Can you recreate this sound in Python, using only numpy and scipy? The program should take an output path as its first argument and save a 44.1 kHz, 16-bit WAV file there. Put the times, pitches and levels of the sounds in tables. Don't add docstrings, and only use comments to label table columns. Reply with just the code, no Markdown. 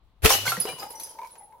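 import sys
import numpy as np
from scipy import signal
from scipy.fft import rfft, irfft, next_fast_len
from scipy.io import wavfile
from scipy.ndimage import map_coordinates

SR = 44100
rng = np.random.default_rng(int(sys.argv[2]) if len(sys.argv) > 2 else 0)


def file_out(sig):
    cols = np.atleast_2d(sig).T
    lim = np.clip(cols, -1, 1)
    pcm = np.round(lim * 32767).astype(np.int16)
    wavfile.write(sys.argv[1], SR, pcm)


N = 70560

# start_s, level_db, t60_s
SHOT_PULSES = [(0.2477, -12, 0.038), (0.255, -19.5, 0.011), (0.2589, 1.5, 0.0093), (0.2645, -5.5, 0.012)]
# pitch_hz, level_db, t60_s
RIFLE_MODES = [(437.5, -14.5, 0.15), (210, -11.5, 0.041), (287, -23, 0.11), (636, -32, 0.12),
               (1318, -19, 0.11)]
# freq_hz, density_db
SHOT_SPECTRUM = [(60, -24.5), (130, -11.5), (480, 1.5), (1000, -12), (2500, -6), (4700, -16), (8500, -18.5),
                 (11200, -9.5), (13500, -17), (15500, -23)]
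SNAP_SPECTRUM = [(1000, -17.5), (5000, -7.5), (8300, -0.5), (10000, -9.5), (13000, 0), (15500, -1.5)]
BUZZ_SPECTRUM = [(100, -24), (600, -3.5), (5500, -6), (8500, -11), (11500, -8), (15500, -13.5)]
# time_s, level_db
HANDLING_LEVELS = [(0, -72), (.05, -58.5), (.15, -65), (.22, -58), (.29, -44.5), (.36, -51.5), (.42, -74),
                   (.6, -77.5)]
# start_s, level_db, rise_s, t60_s
SPRAY_PULSES = [(.452, -21.5, 0.011, 0.36), (.476, -22.5, 0.0035, 0.2), (0.52, -28, 0.0018, 0.055),
                (.6, -33.5, .003, 0.21), (.67, -40.5, 0.014, 0.4), (0.779, -35.5, 0.0071, .3),
                (0.906, -49, .002, 0.7), (.997, -41.5, .002, 0.54), (1.24, -51.5, .005, 0.53)]
# start_s, pitch_hz, ring_db, t60_s, clack_db
KNOCK_HITS = [(.3036, 994, -10, 0.019, -20.5), (.306, 802, -22, 0.16, -45), (.453, 1456, -29, 0.14, -34.5),
              (.465, 1523, -20.5, 0.094, -34), (.478, 2144, -14, 0.026, -29),
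              (0.519, 1368, -16.5, 0.068, -30.5), (.521, 748, -30.5, 0.068, -39),
              (.568, 1895, -29, 0.049, -38.5), (.575, 500, -33, 0.13, -63),
              (0.6528, 428, -24, 0.059, -34.5), (.672, 760, -33.5, 0.16, -41), (.686, 496, -36, 0.15, -36),
              (.823, 1250, -36, .07, -42), (.829, 825, -30, .07, -44), (1.247, 2270, -44.5, 0.084, -57),
              (1.354, 1280, -66, 0.045, -49.5)]
SHARD_MODES = {"chip": [(10292, -6, .075), (11850, -26, .15), (9071, -28, .15)], "blade": [(4960, 0, .24),
               (11840, -7, .17), (9604, -13, .25), (7375, -19, .2)], "wall": [(2945, 0, .42),
               (9385, -13, .25), (3252, -12, .3), (2745, -10, .25), (3914, -9, .25)],
               "shoulder": [(2385, 0, .1), (3965, -8, .12), (9590, -9, .35)], "flake": [(10115, 0, .13),
               (9950, -14, .08)], "sliver": [(5882, -1, .38), (9390, -3, .28)],
               "needle": [(13100, -5, .35)], "corner": [(6288, -9, .22), (10300, -1, .12),
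               (11870, -3, .15)]}
# start_s, shard, level_db, rise_s, pan_db
SHARD_HITS = [(0.311, "wall", -25.5, 0.0075, 6), (0.6004, "chip", -12.5, 0.0011, -7.5),
              (0.6096, "chip", -14, 0.0015, -5), (.612, "blade", -33, 0.0047, 6),
              (0.689, "shoulder", -31, 0.0017, 3), (0.712, "flake", -43, 0.00082, -6),
              (0.833, "chip", -37, 0.003, 0), (0.904, "flake", -39, 0.00036, -5),
              (0.667, "wall", -36, .002, 2.5), (.793, "blade", -37.5, .003, 5.5),
              (0.885, "needle", -43, .0066, 0), (0.998, "corner", -37, .0007, 1),
              (.95, "sliver", -44, .003, 5), (1.01, "sliver", -48, .006, 5), (1.028, "blade", -47, .004, 8),
              (1.033, "corner", -42, .0005, -2), (1.034, "flake", -33, .0007, -2),
              (1.065, "chip", -35, 0.0031, -7), (1.092, "flake", -39, 0.0013, -3.5),
              (1.306, "flake", -37, 0.014, -4), (1.379, "flake", -40.5, .007, 0),
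              (1.433, "flake", -43, .008, -4)]
# start_s, level_db
GRIT_HITS = [(0.3033, -6.5), (.48, -30), (1.068, -41), (1.248, -44), (.5195, -25), (.906, -35),
             (.9981, -33), (1.033, -32), (1.272, -39)]
# time_s, pitch_hz, level_db
ROLL_PATH = [(.765, 1020, -49), (.81, 950, -48), (.835, 830, -36), (.88, 875, -51), (.91, 900, -49),
             (1.0, 885, -50), (1.06, 925, -52), (1.11, 930, -58.5), (1.175, 930, -45.5),
             (1.235, 960, -42.5), (1.29, 950, -62), (1.33, 935, -63.5), (1.385, 870, -50.5),
             (1.445, 825, -53.5), (1.485, 840, -59), (1.55, 945, -51), (1.6, 930, -60.5)]
# start_s, pitch_hz, level_db
BUMP_HITS = [(0.864, 850, -38), (.942, 880, -39), (1.399, 860, -47), (1.419, 830, -45), (1.523, 900, -46),
             (1.187, 926, -29), (1.2146, 1000, -32), (1.2313, 926, -33.5), (1.2466, 1000, -38),
             (1.2583, 926, -44)]
# freq_hz, density_db
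SPRAY_SPECTRUM = [(150, -26), (400, -10.5), (800, 0.5), (1700, -7.5), (3000, -4.5), (5500, -2),
                  (8300, -8.5), (11500, -2), (15500, -14)]
CLACK_SPECTRUM = [(100, -32), (300, -32.5), (500, -1), (950, -1), (2000, -6), (4000, -13.5), (15000, -22)]
TICK_SPECTRUM = [(200, -20.5), (1000, -6), (4000, -5), (15500, -2.5)]
SCRAPE_SPECTRUM = [(100, -22), (300, -1.5), (520, 14.5), (900, 5), (1400, -7), (3000, -32), (15000, -6.5)]
# time_s, pitch_hz, level_db
GLUG_PATH = [(.32, 92.4, -43), (.35, 98.2, -46.5), (.45, 103.4, -40), (.5, 123.3, -42.5), (.56, 128.6, -47),
             (.62, 135.1, -47), (.68, 141, -83)]
# start_s, pitch_hz, level_db
BIG_BUBBLES = [(0.476, 162.5, -27), (.577, 181.6, -23), (0.604, 236, -35.5), (0.736, 152, -38.5)]
# time_s, relative_db
SPLASH_LEVELS = [(.3, -55), (.345, -31.5), (.43, -42.5), (.5, -40.5), (.62, -43), (.69, -31.5),
                 (.77, -47.5), (.84, -40), (.92, -51.5), (1.1, -54), (1.6, -68.5)]
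# freq_hz, density_db
SPLASH_SPECTRUM = [(25, -22), (80, -4), (180, -3), (550, 4), (1200, -1.5), (3000, -23), (15000, -16)]
HANDLING_SPECTRUM = [(15, -1), (33, 1.5), (70, 0.5), (150, -19.5), (400, -49)]
AIR_SPECTRUM = [(15, -9.5), (60, -3.5), (200, -10.5), (400, -19), (1100, -15.5), (1600, -27), (4000, -25.5),
                (8000, -55.5), (15000, -58)]
# freq_hz, correlation
RIFLE_CORRELATION = [(200, 0), (800, 0.24), (3000, 0)]
YARD_CORRELATION = [(50, 0.63), (500, 0.98), (1200, 0.58), (3000, 0.046), (12000, 0.068)]
# freq_hz, t60_s
YARD_DECAY = [(150, 0.13), (1000, 0.38), (4000, 0.88), (12000, 0.55)]

RELEASE_S, SLAM_S, BURST_S = 0.2206, 0.25, 0.2902
TOP_HZ = 15900
LN_1000 = np.log(1000)
TIME_S = np.arange(N) / SR


def rifle(slide_db_per_s=1043):
    sliding = (TIME_S > RELEASE_S) & (TIME_S < SLAM_S)
    slide = amp(-16 + slide_db_per_s * np.minimum(TIME_S - SLAM_S, 0)) * sliding
    power = slide ** 2 + sum((amp(db) * fade(s, t60_s)) ** 2 for s, db, t60_s in SHOT_PULSES)
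    snap = amp(-10.5) * fade(0.2502, t60_s=0.01) * noise(SNAP_SPECTRUM, RIFLE_CORRELATION)
    buzz = amp(-16) * fade(SLAM_S, t60_s=0.29) * noise(BUZZ_SPECTRUM, RIFLE_CORRELATION)
    shot = np.sqrt(power) * noise(SHOT_SPECTRUM, RIFLE_CORRELATION)
    body = sum(amp(db) * ring(SLAM_S, hz, t60_s, rise_s=0.001, lead_rad=0.39)
               for hz, db, t60_s in RIFLE_MODES)
    return shot + snap + buzz + body


def recoil(jolt_hz=78, width_s=0.0083):
    age_s = TIME_S - SLAM_S
    jolt = amp(-15) * np.sin(2 * np.pi * jolt_hz * age_s) * np.exp(-(age_s / width_s) ** 2 / 2)
    sway = amp(-21.5) * ring(SLAM_S, hz=33.3, t60_s=0.13, rise_s=0.0022)
    handling = amp(curves(HANDLING_LEVELS)[0]) * noise(HANDLING_SPECTRUM)
    return pan(11) * (jolt + sway + handling)


def bottle_burst(rise_s=0.0029, hold_s=0.039, t60_s=0.17):
    age_s = np.maximum(TIME_S - BURST_S, 0)
    decay = np.exp(-LN_1000 * np.maximum(age_s - hold_s, 0) / t60_s)
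    burst = amp(-16) * (1 - np.exp(-age_s / rise_s)) * decay
    spray_power = sum((amp(db) * fade(s, t60, rise)) ** 2 for s, db, rise, t60 in SPRAY_PULSES)
    flow = np.sqrt(burst ** 2 + spray_power)
    hiss = amp(-5.5 + 0.9 * wobble(500)) * flow * noise(SPRAY_SPECTRUM)
    return hiss + amp(-5) * splinters(flow)


def splinters(flow, count=2200, low_hz=1500, range_db=25.5, median_t60_s=0.05):
    out = np.zeros((2, N + SR))
    age_s = np.arange(SR // 8) / SR
    for when, pitch, life, size, side, phase in rng.random((count, 6)):
        start = int(when * N)
        hz = low_hz + (TOP_HZ - low_hz) * pitch
        decay = np.exp(-LN_1000 * age_s / (median_t60_s * 2 ** (2 * life - 1)))
        gain = flow[start] * amp(range_db * size) * pan(10 * (2 * side - 1))
        tone = np.sin(2 * np.pi * (hz * age_s + np.array([[0], [phase]])))
        out[:, start:start + len(age_s)] += gain * decay * tone
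    shaped = filtered(out[:, :N], lambda hz: amp(log_interp(SPRAY_SPECTRUM, hz)))
    return unit_rms(shaped) * np.sqrt(np.mean(flow ** 2))


def knocks():
    clatter = amp(-5 + 2.5 * wobble(300))
    clacks = sum(amp(db) * (fade(s, t60_s=0.039) + clatter * fade(s, t60_s=0.086, rise_s=0.0011))
                 for s, _, _, _, db in KNOCK_HITS)
    rings = sum(amp(db) * ring(s, hz, t60_s, rise_s=0.00044, lead_rad=0.23)
                for s, hz, db, t60_s, _ in KNOCK_HITS)
    return clacks * noise(CLACK_SPECTRUM) + rings


def shards(chatter_hz=404, tick_t60_s=0.0088):
    rings = np.zeros((2, N))
    ticks = sum(amp(db) * fade(s, tick_t60_s) for s, db in GRIT_HITS)
    steady = np.exp(1j * np.array([[0.45], [-0.45]]) * -1)
    for start_s, shard, level_db, rise_s, pan_db in SHARD_HITS:
        chatter = 0.78 * np.array([wobble(chatter_hz) + 1j * wobble(chatter_hz) for _ in range(2)])
        for hz, mode_db, t60_s in SHARD_MODES[shard]:
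            tone = np.exp(2j * np.pi * hz * (TIME_S - start_s)) * (steady + chatter * np.sqrt(hz / TOP_HZ))
            rings += pan(pan_db) * amp(level_db + mode_db) * fade(start_s, t60_s, rise_s) * tone.imag
        ticks = ticks + amp(level_db - 10) * fade(start_s, tick_t60_s)
    return rings + ticks * noise(TICK_SPECTRUM)


def rolling(grain_hz=160, overtone_ratio=2.39):
    pitch_hz, level_db = curves(ROLL_PATH)
    phase = 2 * np.pi * np.cumsum(pitch_hz) / SR + np.array([[0.25], [-0.25]])
    contact = amp(level_db) * (TIME_S > ROLL_PATH[0][0])
    drive = contact * (wobble(grain_hz) + 1j * wobble(grain_hz))
    force = np.abs(drive) / np.abs(drive).max()
    overtone = amp(-30) * np.sqrt(force) * np.exp(1j * overtone_ratio * phase)
    tone = np.real(drive * (np.exp(1j * phase) + overtone))
    scrape = amp(-10) * contact * noise(SCRAPE_SPECTRUM)
    return pan(1.23) * tone + scrape


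def bumps(t60_s=0.13, overtone_ratio=2.39):
    tones = crunch = 0
    for start_s, hz, db in BUMP_HITS:
        cavity = ring(start_s, hz, t60_s, rise_s=0.003, lead_rad=0.4)
        overtone = amp(-20) * ring(start_s, overtone_ratio * hz, t60_s)
        tones += amp(db) * (cavity + overtone)
        crunch += amp(db - 15) * fade(start_s, t60_s=0.053)
    return pan(4.2) * tones + crunch * noise(CLACK_SPECTRUM)


def liquid():
    glug_hz, glug_db = curves(GLUG_PATH)
    emptying = (TIME_S > GLUG_PATH[0][0]) & (TIME_S < GLUG_PATH[-1][0])
    glug = emptying * amp(glug_db + 1.3 * wobble(28)) * np.sin(2 * np.pi * np.cumsum(glug_hz) / SR)
    bubbles = sum(amp(db) * ring(s, hz, t60_s=0.064, rise_s=0.0042) for s, hz, db in BIG_BUBBLES)
    splash_db = curves(SPLASH_LEVELS)[0] - 5.5 + 4.1 * wobble(90)
    pouring = TIME_S > SPLASH_LEVELS[0][0]
    return glug + bubbles + pouring * amp(splash_db) * noise(SPLASH_SPECTRUM)


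def walls(x, count=8, max_delay_s=0.033):
    out = np.zeros((2, N))
    for side in range(2):
        for delay, sign in rng.random((count, 2)):
            lag = 1 + int(delay * max_delay_s * SR)
            out[side, lag:] += np.sign(sign - 0.5) * x[side, :-lag]
    return out / np.sqrt(count)


def yard(x, rise_s=0.0018):
    hz, age_s, bins = signal.stft(rng.standard_normal((2, SR // 2)), SR, nperseg=256)
    decay = np.exp(-LN_1000 * age_s / log_interp(YARD_DECAY, hz)[:, None])
    tail = signal.istft(bins * decay * (1 - np.exp(-age_s / rise_s)), SR, nperseg=256)[1]
    return signal.fftconvolve(x, tail / np.linalg.norm(tail[0]), axes=1)[:, :N]


def amp(db):
    return 10 ** (np.asarray(db) / 20)


def pan(db):
    return amp(np.array([[db], [-db]]) / 2)


def unit_rms(x):
    return x / np.sqrt(np.mean(x ** 2) + 1e-20)


def log_interp(points, hz):
    freq_hz, values = np.transpose(points)
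    return np.interp(np.log(hz + 1), np.log(freq_hz + 1), values)


def curves(rows):
    time_s, *columns = np.transpose(rows)
    return [np.interp(TIME_S, time_s, column) for column in columns]


def wobble(rate_hz):
    return map_coordinates(rng.standard_normal(4096), [TIME_S * rate_hz], mode="wrap")


def filtered(x, response):
    size = next_fast_len(N + SR // 4)
    return irfft(rfft(x, size) * response(np.fft.rfftfreq(size, 1 / SR)), size)[..., :N]


def noise(spectrum, correlation=YARD_CORRELATION):
    def mid_side_gains(hz):
        angle = np.arccos(np.clip(log_interp(correlation, hz), -1, 1)) / 2
        return amp(log_interp(spectrum, hz)) * [np.cos(angle), np.sin(angle)]
    mid, side = filtered(rng.standard_normal((2, N)), mid_side_gains)
    return unit_rms(np.array([mid + side, mid - side]))


def fade(start_s, t60_s, rise_s=0.00027):
    age_s = np.maximum(TIME_S - start_s, 0)
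    return (1 - np.exp(-age_s / rise_s)) * np.exp(-LN_1000 * age_s / t60_s)


def ring(start_s, hz, t60_s, rise_s=0.00032, lead_rad=0):
    phase = 2 * np.pi * hz * (TIME_S - start_s) + np.array([[lead_rad], [-lead_rad]]) / 2
    return fade(start_s, t60_s, rise_s) * np.sin(phase)


def scene():
    gun = recoil() + rifle()
    glass = bottle_burst() + knocks() + shards() + rolling() + bumps()
    echo = amp(-10) * walls(glass) + yard(amp(-8.5) * gun + amp(-12) * glass)
    return gun + glass + liquid() + echo + amp(-68) * noise(AIR_SPECTRUM)


def record(dry):
    limited = dry / (1 + np.abs(dry / 0.9) ** 6) ** (1 / 6)
    return filtered(limited, lambda hz: 1 / np.sqrt(1 + (hz / TOP_HZ) ** 160))


dry = scene()
out = record(dry)
file_out(out)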